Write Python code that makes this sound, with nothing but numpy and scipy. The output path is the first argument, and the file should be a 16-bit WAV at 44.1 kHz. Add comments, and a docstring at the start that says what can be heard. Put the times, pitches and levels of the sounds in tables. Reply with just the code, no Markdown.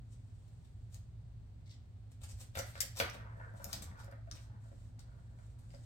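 """Throughout, two motors hum through a small hard-floored room over low noise and faint hiss.
First, kittens' paws and bites crinkle a foil bow: swarms of clicks, one for each flipping crease.
A foil loop snaps at 0.94 s, and more snap from 2.6 s, as bursts that ring; at 1.7 s a claw plucks carpet
fibres in short rasps. From 2.6 s a nearer kitten bats a ball in a plastic track: struck resonances make the
knocks, and grains make the roll, which slows after each push, and the rubs on the rim. Soft footfalls, from
0.94 s on, are damped low swings."""
import sys
import numpy as np
from scipy import signal
from scipy.fft import rfft, irfft
from scipy.io import wavfile

SR = 44100
rng = np.random.default_rng(int(sys.argv[2]) if len(sys.argv) > 2 else 0)


def put_to_file(sound):
    """Save the sound as 16-bit audio at rate SR, in the file named by the first command-line argument."""
    columns = np.atleast_2d(sound).T  # one column per channel
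    safe = np.clip(columns, -1, 1)
    whole_steps = np.round(safe * 32767)
    wavfile.write(sys.argv[1], SR, whole_steps.astype(np.int16))


N = 257984  # samples in the scene
TAPS = 2048  # samples in a short sound
EDGE_HZ = 16550  # upper band limit

# Levels of events are in dB before the trim_db of their function; colours are relative.
# Partials of the motors. Each row: frequency in Hz, rms level in dB before the waver.
HUM_PARTIALS = [(54.36, -69), (59.23, -60.5), (108.72, -57), (118.48, -61.5), (163.08, -73), (251.4, -80)]
# Colour of the low room noise. Each row: frequency in Hz, level in dB.
BOOM_COLOUR = [(20, -14.5), (40, 1.5), (58, -9.5), (90, 5), (115, 3), (140, -8), (200, -16.5), (245, -15.5),
               (290, -24), (400, -30), (700, -72.5)]
# Colour of the steady hiss. Each row: frequency in Hz, level in dB.
HISS_COLOUR = [(180, -31.5), (300, -8.5), (420, -8), (700, -8.5), (1000, -15), (1600, -17.5), (2800, -22),
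               (4400, -21.5), (5500, -27.5), (7000, -27), (8300, -24.5), (9000, -28.5), (9600, -40.5),
               (16000, -35)]
# Likeness of the two sides in diffuse sound. Each row: frequency in Hz, correlation from -1 to 1.
SIDE_CORRELATION = [(25, -0.37), (60, 1), (130, 0.89), (290, 0.54), (600, 0.23), (1000, 0.1),
                    (1600, -0.083), (3000, 0.039), (15000, -0.13)]
# Decay of the room. Each row: frequency in Hz, t60 in seconds.
ROOM_DECAY = [(150, 0.51), (500, 0.31), (1500, 0.56), (4000, 0.4), (8000, 0.29), (15000, 0.23)]
# Paws land on the carpeted stand and the floor. Each row: start in seconds, level in dB, pitch in Hz.
FOOTFALLS = [(0.936, -43, 106.6), (2.224, -38.5, 81.3), (2.332, -39, 62.6), (2.565, -34.5, 83.3),
             (3.018, -38, 79), (3.867, -39, 81.4), (4.497, -38.5, 108.3)]
# Paws shuffle on the hollow carpeted stand. Each row: start in seconds, length in seconds, level in dB,
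# resonance in Hz.
STAND_SHUFFLES = [(2.999, 0.052, -58, 365), (3.736, .12, -61.5, 256), (3.848, 0.096, -67, 208),
                  (4.033, .05, -73, 387), (4.305, .035, -63.5, 266), (4.506, 0.043, -66, 205),
                  (4.707, 0.039, -69.5, 334)]
# Carpet fibres let go of a claw. Each row: start in seconds, level in dB, pitch in Hz.
FIBRE_PLUCKS = [(1.659, -73, 4470), (1.666, -70, 2880), (1.675, -69, 2600), (1.694, -65, 5000),
                (1.702, -67, 2700), (1.709, -63, 3740), (1.713, -63.5, 5500), (1.722, -66.5, 3700),
                (1.733, -71, 4500), (1.74, -67.5, 3450)]
# Colour of a plucked fibre. Each row: frequency in Hz, level in dB.
FIBRE_COLOUR = [(500, -21), (1700, -12), (2065, 2), (2350, -8), (3600, 1.5), (5900, 1), (6500, -7),
                (7350, 4), (9000, -9), (10000, -22), (16000, -19)]
# Fur brushes the bow. Each row: start in seconds, length in seconds, level in dB at the crest.
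FUR_STROKES = [(0.0, 0.92, -88), (3.28, 0.29, -88.5), (4.595, 0.11, -83), (4.676, 0.24, -82.5),
               (5.04, 0.36, -89.5), (5.358, 0.2, -83), (5.574, 0.5, -81)]
# A paw sets the ball rolling. Each row: start in seconds, time to a stop in seconds, level in dB at the start.
BALL_ROLLS = [(3.057, 1.18, -65.5), (4.262, 0.76, -79), (4.972, 1.5, -81)]
# Colour of the rolling rumble. Each row: frequency in Hz, level in dB.
RUMBLE_COLOUR = [(100, -7), (220, 4), (350, -10.5), (450, -10.5), (600, 5), (780, -7), (1000, -7.5),
                 (1500, -35)]
# Colour of the rattle and of contacts with the rim. Each row: frequency in Hz, level in dB.
RATTLE_COLOUR = [(600, -46), (950, 3.5), (1400, 7), (1900, 0), (2300, -11), (3000, -28), (6000, -31.5),
                 (12000, -60)]
# Spots of the track under the ball. Each row: frequency in Hz, level in dB, t60 in seconds.
ROLLED_SPOTS = [(480, -4, 0.033), (590, -5, 0.043), (770, -4, 0.05), (975, -7, 0.039), (1354, -11.5, 0.031),
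                (1585, -7.5, 0.053), (1750, -8, 0.027)]
# The ball rubs along the rim. Each row: start in seconds, length in seconds, level in dB, rim resonance in Hz.
RIM_SCRAPES = [(2.562, 0.044, -55, 1820), (2.753, 0.053, -61, 1640), (3.006, 0.05, -49, 1240),
               (3.016, 0.038, -49, 2170), (3.192, 0.021, -61.5, 1870), (3.248, 0.097, -66, 1040),
               (3.404, 0.05, -64, 1600), (3.59, 0.041, -61.5, 1580), (3.678, .03, -60.5, 1340),
               (3.799, 0.097, -67, 1230), (3.905, 0.049, -72, 865), (3.944, 0.081, -63.5, 1440),
               (3.948, 0.078, -62, 855), (4.072, 0.09, -68, 1300), (4.112, 0.038, -71, 2060),
               (4.355, .06, -73, 703), (4.441, .035, -76, 870), (4.529, 0.039, -70.5, 950),
               (4.599, .09, -82, 960), (5.067, 0.1, -77, 596), (5.17, 0.047, -77, 566),
               (5.386, 0.048, -79.5, 1260)]
# The ball clips the rim. Each row: start in seconds, level in dB, rim resonance in Hz.
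RIM_BUMPS = [(3.199, -50.5, 1520), (3.264, -49, 900), (3.399, -47, 1800), (3.413, -47, 1700),
             (3.437, -51, 1560), (3.493, -57, 1840), (3.603, -55, 1590), (3.688, -56, 1400),
             (3.875, -57, 958), (3.914, -52.5, 1100), (3.955, -56, 851), (4.072, -56, 1570),
             (4.124, -55, 1790)]
# The ball or a paw knocks the track. Each row: start in seconds, level in dB, hardness in dB (0 is bare
# plastic, -25 a soft paw), pitch of the struck spot in Hz, level of its tock in dB.
TRACK_KNOCKS = [(2.554, -55, 9, 560, -9), (2.572, -42, -12, 508, -13), (2.594, -47, -3.5, 543, -6),
                (2.755, -54.5, -3, 550, -19), (2.778, -60.5, -12, 520, -11), (2.833, -62, 1, 534, -3.5),
                (3.001, -37, 4, 530, -8), (3.005, -42.5, -5, 480, -11.5), (3.013, -44.5, -12, 452, -6),
                (3.022, -47, -4, 660, -29), (3.402, -59, -20, 610, -9.5), (3.598, -58, -18, 558, -10),
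                (3.645, -60, -23, 570, -10), (3.689, -58, -16, 770, -14), (3.712, -60, -18, 770, -11),
                (3.736, -59, -18, 630, -14), (4.039, -59, -23.5, 535, -13), (4.08, -58.5, -20, 564, -8.5),
                (4.124, -61.5, -14, 556, -5), (4.18, -69.5, -27, 623, -5), (4.274, -61, -23.5, 622, -6),
                (4.499, -66.5, -21, 826, -10.5), (4.656, -68, -22, 633, -10), (4.716, -65, -19, 557, -7),
                (4.988, -71, -7, 800, -6.5), (5.388, -69, -11, 590, -10), (5.74, -59, -22, 560, -7)]
# Modes of the whole track. Each row: frequency in Hz, level in dB, t60 in seconds.
RING_MODES = [(268.8, -4.5, 0.35), (420, 9.5, 0.075), (478, 0.5, 0.16), (586, 10.5, 0.029),
              (710, -16.5, 0.027), (978, -7.5, 0.28), (1350, -18, 0.21), (1640, -20, 0.22),
              (1760, -14.5, 0.11), (2060, -14, 0.061), (2145, -7.5, 0.11)]
# Colour of a contact on the plastic. 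Each row: frequency in Hz, level in dB.
PLASTIC_COLOUR = [(60, -33.5), (220, -2), (330, -8.5), (500, 0.5), (700, 6.5), (1000, -0.5), (1400, 9.5),
                  (2000, 6), (2600, 1.5), (4500, -0.5), (8000, -20.5), (10000, -17), (12500, -9),
                  (16000, -19)]
# A paw or a bite crushes the bow. Each row: start in seconds, level in dB, loop pitch in Hz,
# swell time in seconds, body in dB, fizz in dB before loop size and force.
BOW_CRUSHES = [(0.115, -63, 7350, 0.0093, -4, -23), (0.479, -68, 7600, 0.0034, -1, -16),
               (0.644, -68.5, 7100, 0.0076, 4, -15), (0.929, -59.5, 7250, 0.014, -2, -17),
               (2.111, -63, 8250, 0.0052, -2, -20), (2.213, -56.5, 7800, 0.0029, 4, -19),
               (2.232, -50, 7400, 0.0056, -0.5, -20), (2.288, -52.5, 7400, 0.012, -5.5, -23),
               (2.395, -51, 7400, 0.012, -3, -18), (2.552, -45.5, 4900, 0.0055, 5, -16),
               (2.574, -42, 6600, 0.008, -0.5, -15), (2.659, -59.5, 7400, 0.021, -1, -11),
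               (2.75, -57, 4570, 0.035, -1.5, -14), (2.965, -45, 5700, 0.0093, 0, -15),
               (2.986, -39.5, 5930, 0.0094, -3, -14), (3.133, -51.5, 6500, 0.0064, 4, -17.5),
               (3.563, -61.5, 7730, 0.0071, -1.5, -20), (3.676, -55.5, 6960, 0.063, -3.5, -15),
               (3.729, -42.5, 4600, 0.0072, 0.5, -18), (3.821, -46.5, 7500, 0.0029, -3.5, -18),
               (3.994, -58.5, 5600, 0.017, -0.5, -14), (4.334, -62.5, 6400, 0.024, 3.5, -15),
               (4.415, -64, 6200, 0.014, -3, -16.5), (4.999, -59.5, 4400, 0.0068, -2.5, -13),
               (5.588, -61.5, 9200, 0.0026, -2, -19.5), (5.632, -68.5, 7660, 0.0037, -5, -18),
               (5.735, -63.5, 4970, 0.012, -2, -14), (5.822, -73, 7400, .012, -3, -21)]
# A foil loop buckles at once. Each row: start in seconds, level in dB, loop pitch in Hz, body in dB,
# lowest ring of the bow in Hz, fizz in dB before loop size and force.
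LOOP_SNAPS = [(0.9443, -44.5, 6600, -9, 503, -18), (2.59, -31.5, 5900, -1.5, 550, -16),
              (2.805, -21.5, 5880, -9, 1300, -21), (2.8074, -23.5, 6370, -5.5, 1410, -14.5),
              (2.8134, -33, 9050, -1, 1690, -12.5), (2.818, -39, 9000, 3, 1690, -18),
              (2.827, -46.5, 6000, 16, 1540, -20), (3.0001, -31.5, 5760, 6.5, 1510, -9.5),
              (3.0985, -38.5, 5750, -20, 1500, -18), (3.6431, -36, 6970, -5, 1390, -11.5),
              (3.7303, -27.5, 4330, -4.5, 740, -14), (3.7316, -35.5, 6700, -14, 1500, -22),
              (3.76, -42, 6900, -11, 1500, -24), (3.8209, -43, 7750, -2, 1500, -20),
              (3.8423, -48.5, 7100, -8, 1485, -15), (4.045, -57, 7400, -4, 2000, -8),
              (4.1135, -58, 8700, -7, 2000, -14), (4.3132, -37, 5830, -3, 1210, -26),
              (4.3722, -57, 2800, 2.5, 1930, -18), (4.9929, -47.5, 4540, -9, 845, -12),
              (5.7049, -61, 4940, 6, 1800, -22), (5.7359, -64, 7260, 5, 1300, -23),
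              (5.7471, -58, 4800, 0, 1400, -20), (5.8394, -60, 5450, -6.5, 1980, -18)]
# Colour of the foil. Each row: frequency in Hz, level in dB.
FOIL_COLOUR = [(100, -34), (500, 3.5), (1100, -4.5), (1700, -4), (2400, -4.5), (4000, -0.5), (5600, -4),
               (6600, -6.5), (8600, 0), (10200, 3.5), (12500, 11), (16000, 0.5)]
# Colour of a buckling loop, on top of the foil's. Each row: frequency in Hz, level in dB.
BUCKLE_COLOUR = [(1400, -2), (2600, 0), (4000, -2.5), (5000, 3), (5800, 0), (7200, 1), (9000, -4),
                 (12500, -2)]


def gain_of(db):
    """Decibels to gain."""
    return 10 ** (np.asarray(db) / 20)


def unit(x):
    """Scales to an energy of one."""
    return x / np.sqrt(np.sum(x ** 2) + 1e-20)


def evened(x):
    """Scales to an rms of one."""
    return x / np.sqrt(np.mean(x ** 2) + 1e-20)


def read(points, hz):
    """Reads a table on a logarithmic frequency axis."""
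    f, value = np.transpose(points)
    return np.interp(np.log(hz + 1), np.log(f + 1), value)


def add(mix, start_s, sound):
    """Mixes a sound in at start_s."""
    part = mix[max(round(start_s * SR), 0):][:len(sound)]
    part += sound[:len(part)]


def through(x, response):
    """Convolves and keeps the length."""
    return signal.fftconvolve(x, response)[:len(x)]


def filtered(x, edge_hz, kind):
    """Second-order Butterworth filter."""
    return signal.lfilter(*signal.butter(2, edge_hz, kind, fs=SR), x)


def colour(*spectra):
    """The minimum-phase click whose spectrum is the sum of the given dB tables."""
    hz = abs(np.fft.fftfreq(TAPS, 1 / SR))
    log_gain = np.log(gain_of(sum(read(points, hz) for points in spectra)))
    spectrum = np.exp(np.conj(signal.hilbert(log_gain)))
    return np.fft.ifft(spectrum).real[:TAPS // 2]


def grains(size, per_s, spread_db):
    """Clicks at random moments, of random sign and exponentially spread dB heights, at an rms of one."""
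    chance, sign, big = rng.random((3, size))
    height = gain_of(spread_db * np.minimum(-np.log(1 - big), np.pi))
    return evened((chance < per_s / SR) * np.sign(sign - .5) * height)


def arch(size):
    """Root of a half sine: swells and fades."""
    return np.sqrt(np.sin(np.pi * np.arange(size) / size))


def drift(count):
    """Straight lines between count random points over the whole scene."""
    return np.interp(np.arange(N), np.linspace(0, N, count), rng.standard_normal(count))


def ping(hz, t60_s):
    """One dying resonance of unit energy."""
    t = np.arange(SR // 4) / SR
    return unit(np.sin(2 * np.pi * hz * t) * gain_of(-60 * t / t60_s))


def diffuse(pair):
    """Sound from all around: the sides share each band as far as their correlation says."""
    a, b = rfft(pair)
    same = read(SIDE_CORRELATION, np.fft.rfftfreq(pair.shape[1], 1 / SR))
    return irfft(np.array([a, same * a + np.sqrt(1 - same ** 2) * b]), pair.shape[1])


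def room(x, wet_db, side_db, lag_s, near, near_s):
    """Direct sound is louder and earlier on the left; dense echoes start strongly and die band by band."""
    size = SR * 3 // 4
    echoes = diffuse(np.array([grains(size, per_s=5000, spread_db=-2.5) for side in range(2)]))
    hz, t, bands = signal.stft(echoes, SR, nperseg=256)
    decay = gain_of(-60 * t / read(ROOM_DECAY, hz)[:, None])
    tails = signal.istft(bands * decay, SR, nperseg=256)[1]
    age_s = np.arange(tails.shape[1]) / SR
    onset = 1 - np.exp(-age_s / 0.00046)
    near_walls = 1 + near * np.exp(-age_s / near_s)
    left, right = (gain_of(wet_db) * unit(tail) for tail in tails * onset * near_walls)
    left[0] += gain_of(side_db)
    right[round(lag_s * SR)] += gain_of(-side_db)
    return np.array([through(x, left), through(x, right)])


def air(spectrum, db):
    """Steady room noise: diffuse white noise shaped by a colour."""
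    noise = rfft(diffuse(rng.standard_normal((2, N))))
    shape = gain_of(read(spectrum, np.fft.rfftfreq(N, 1 / SR)))
    return gain_of(db) * evened(irfft(noise * shape, N))


def hum(waver=0.46, wander_rad=0.13):
    """Two motors at slightly different speeds beat; each partial wavers in level and phase."""
    t = np.arange(N) / SR
    out = np.zeros(N)
    for hz, rms_db in HUM_PARTIALS:
        phase = 2 * np.pi * (hz * t + rng.random()) + wander_rad * drift(count=24)
        level = np.sqrt(2) * gain_of(rms_db) * (1 + waver * drift(count=24))
        out += level * np.sin(phase)
    return out


def thumps(trim_db=-3, swell_s=0.011):
    """Each footfall is a few damped low swings."""
    out, t = np.zeros(N), np.arange(SR // 4) / SR
    u = t / swell_s
    for s, db, hz in FOOTFALLS:
        add(out, s, gain_of(db + trim_db) * u * np.exp(1 - u) * np.sin(2 * np.pi * hz * t))
    return out


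def shuffles(trim_db=-2, ring_t60_s=0.028):
    """Paws drag through the pile and the board beneath answers with a dull murmur."""
    out = np.zeros(N)
    for s, length_s, db, hz in STAND_SHUFFLES:
        size = round(length_s * SR)
        drag = np.pad(grains(size, per_s=810, spread_db=3.5) * arch(size), (0, TAPS))
        board = through(through(drag, ping(hz, ring_t60_s)), ping(hz, ring_t60_s / 4))
        add(out, s, gain_of(db + trim_db) * np.sqrt(size) * unit(board))
    return out


def plucks(trim_db=22, tear_s=0.0041, peak_db=7):
    """Each fibre tears free of the claw in a short rasp."""
    out, t = np.zeros(N), np.arange(TAPS) / SR
    for s, db, hz in FIBRE_PLUCKS:
        rasp = grains(TAPS, per_s=3700, spread_db=-1.5) * np.exp(-t / tear_s)
        click = colour(FIBRE_COLOUR, [(hz / 1.7, 0), (hz, peak_db), (hz * 1.3, 0)])
        add(out, s, gain_of(db + trim_db) * unit(through(rasp, click)))
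    return out


def rolling(spots_db=-1, wobble_db=2.5, rattle_db=-2.5, rumble_power=0.59, rattle_power=0.79):
    """The ball runs over tiny bumps, excites spots of the track at random and slows evenly after each push."""
    rumble, rattle, out = np.zeros((3, N))
    for s, length_s, db in BALL_ROLLS:
        speed = np.linspace(1, 0, round(length_s * SR), endpoint=False)
        add(rumble, s, gain_of(db) * speed ** rumble_power)
        add(rattle, s, gain_of(db + rattle_db) * speed ** rattle_power)
    pressure = gain_of(wobble_db * drift(count=220))
    for spectrum, level in (RUMBLE_COLOUR, rumble), (RATTLE_COLOUR, rattle):
        surface = grains(N, per_s=190, spread_db=8.0) * pressure
        out += evened(through(surface, colour(spectrum))) * level
    spots = np.zeros(N)
    for hz, db, t60_s in ROLLED_SPOTS:
        presence = gain_of(7.0 * np.tanh(drift(count=70)))  # each spot comes and goes on its own
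        taps = grains(N, per_s=90, spread_db=3.0) * presence
        spots += gain_of(db) * through(taps, ping(hz, t60_s))
    return out + gain_of(spots_db) * evened(spots) * rumble


def scrapes(trim_db=-3, ring_t60_s=0.021):
    """The ball sticks and slips on the rim: scratchy grains swell and fade, each rub with its resonance."""
    out = np.zeros(N)
    for s, length_s, db, hz in RIM_SCRAPES:
        size = round(length_s * SR)
        slips = np.pad(grains(size, per_s=450, spread_db=-0.5) * arch(size), (0, TAPS))
        scratch = unit(through(slips, colour(RATTLE_COLOUR)))
        ring = unit(through(slips, ping(hz, ring_t60_s)))
        add(out, s, gain_of(db + trim_db) * np.sqrt(size) * unit(scratch + ring))
    return out


def bumps(trim_db=17, ring_t60_s=0.02, skid_s=0.0018, top_hz=3000):
    """Each touch is a short skid that rings the rim at that place."""
    out, t = np.zeros(N), np.arange(TAPS) / SR
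    for s, db, hz in RIM_BUMPS:
        skid = grains(TAPS, per_s=4000, spread_db=2.5) * np.exp(-t / skid_s)
        tick = unit(through(skid, colour(RATTLE_COLOUR))) + ping(hz, ring_t60_s)[:TAPS]
        add(out, s, gain_of(db + trim_db) * unit(tick))
    return filtered(out, top_hz, "low")


def track_ring():
    """The decaying modes of the plastic track after one tap."""
    t = np.arange(SR // 3) / SR
    return unit(sum(gain_of(db - 60 * t / t60_s) * np.sin(2 * np.pi * hz * t) for hz, db, t60_s in RING_MODES))


def knocks(trim_db=31, ring_db=-12, damping_db=-8, softest_db=-32, clack_per_hardness=0.51,
           tock_s=0.0064, chatter_s=0.0028, press_s=0.0021, split_hz=1800):
    """A push and gritty chatter set spot and track ringing; a soft pad presses in gradually and damps the ring."""
    out, ring = np.zeros(N), track_ring()
    t = np.arange(len(ring)) / SR
    for s, db, hard_db, hz, tock_db in TRACK_KNOCKS:
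        soft = np.clip(hard_db / softest_db, 0, 1)
        rise = 1 - soft * np.exp(-t / press_s)
        pad = unit(rng.choice([-1, 1], len(t)) * t * np.exp(-t / press_s))
        push = np.sqrt(1 - soft ** 2) * (t == 0) + soft * pad
        chatter = unit(grains(len(t), per_s=4000, spread_db=6) * np.exp(-t / chatter_s))
        contact = filtered(push, split_hz, "low") + filtered(chatter, split_hz, "high")
        tock = unit(np.sin(2 * np.pi * hz * t + np.pi / 3) * rise * np.exp(-t / tock_s))
        blow = contact + gain_of(tock_db) * tock + gain_of(ring_db + damping_db * soft) * ring
        clack_db = clack_per_hardness * hard_db
        hardness = [(800, 0), (1300, clack_db), (2100, clack_db), (3400, hard_db)]  # soft knocks are dull
        add(out, s, gain_of(db + trim_db) * through(blow, colour(PLASTIC_COLOUR, hardness)))
    return out


def foil_click(body_db, fizz_db, hz, peak_db=6, spread=1.55):
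    """One crease flipping: large facets give body, small ones fizz, and the loop adds a broad peak."""
    loop = [(hz / spread, 0), (hz, peak_db), (hz * spread, 0)]
    facets = [(3600, body_db), (5600, 0.0098), (8600, 0.0023), (10200, fizz_db)]
    return colour(FOIL_COLOUR, facets, loop)


def loop_click(db, hz, body_db, fizz_db, middle_hz=6000, firm_db=-48.5, fizz_db_per_octave=11, fizz_per_force=0.26):
    """The click of one loop: the smaller the loop and the harder it is pressed, the more fizz."""
    size_db = fizz_db_per_octave * np.log2(hz / middle_hz)
    force_db = fizz_per_force * (db - firm_db)
    return foil_click(body_db, fizz_db + size_db + force_db, hz, peak_db=5.5)


def brushing():
    """Faint, fine crackle of fur sliding over the foil; each stroke swells and fades."""
    click = foil_click(body_db=-1.5, fizz_db=-20.0, hz=7400)
    crackle = through(grains(N, per_s=3200, spread_db=7), click)
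    pressure = np.zeros(N)
    for s, length_s, db in FUR_STROKES:
        add(pressure, s, gain_of(db) * arch(round(length_s * SR)))
    return evened(crackle) * pressure


def crinkles(trim_db=-4.0, spread_db=5, per_s=1100):
    """Each crush is a swarm of flipping creases that creeps in, peaks and dies away."""
    lead = SR // 10  # samples before the start
    out, t = np.zeros(N), np.arange(-lead, lead) / SR
    for s, db, hz, swell_s, body_db, fizz_db in BOW_CRUSHES:
        pressure = 1 / np.cosh(t / swell_s - 1)
        swarm = grains(len(t), per_s, spread_db) * pressure
        click = loop_click(db, hz, body_db, fizz_db)
        add(out, s + t[0], gain_of(db + trim_db) * through(swarm, click))
    return out


def snaps(trim_db=17, shiver_s=0.0011, ring_db=-15, ring_t60_s=0.0061, below_db=-17, edge_db=5):
    """A loop pops over, rings and shivers for milliseconds; the bow gives little below its lowest ring."""
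    out, t = np.zeros(N), np.arange(TAPS) / SR
    for s, db, hz, body_db, low_hz, fizz_db in LOOP_SNAPS:
        shiver = unit(rng.choice([-1, 1], TAPS) * np.exp(-t / shiver_s))
        pop = shiver + gain_of(ring_db) * ping(hz, ring_t60_s)[:TAPS]
        click = loop_click(db, hz, body_db, fizz_db)
        bow = colour(BUCKLE_COLOUR, [(low_hz / 1.2, below_db), (low_hz, edge_db), (low_hz * 2, 0)])
        add(out, s, gain_of(db + trim_db) * through(through(pop, click), bow))
    return out


def scene():
    """Hum, noise and footfalls, then claw, toy and bow, each with its own place in the room."""
    house = hum() + thumps() + air(BOOM_COLOUR, db=-54.0)
    house = house * gain_of([[-.4], [.4]])  # left, right
    hiss = air(HISS_COLOUR, db=-74.5)
    claw = room(plucks(), wet_db=2.0, side_db=2.5, lag_s=0.00021, near=1.0, near_s=0.026)
    track = shuffles() + rolling() + scrapes() + bumps() + knocks()
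    toy = room(track, wet_db=0, side_db=1.0, lag_s=0.00035, near=0.7, near_s=0.034)
    bow = room(brushing() + crinkles(), wet_db=5.5, side_db=3.5, lag_s=0.00014, near=0.91, near_s=0.019)
    pops = room(snaps(), wet_db=2, side_db=4.5, lag_s=0.0003, near=1.7, near_s=0.015)
    return house + hiss + claw + toy + bow + pops


def record(dry):
    """Limits the band with a steep linear-phase low-pass."""
    low_pass = signal.firwin(511, EDGE_HZ, window=("kaiser", 9), fs=SR)
    return signal.oaconvolve(dry, low_pass[None], "same")


dry = scene()
out = record(dry)
put_to_file(out)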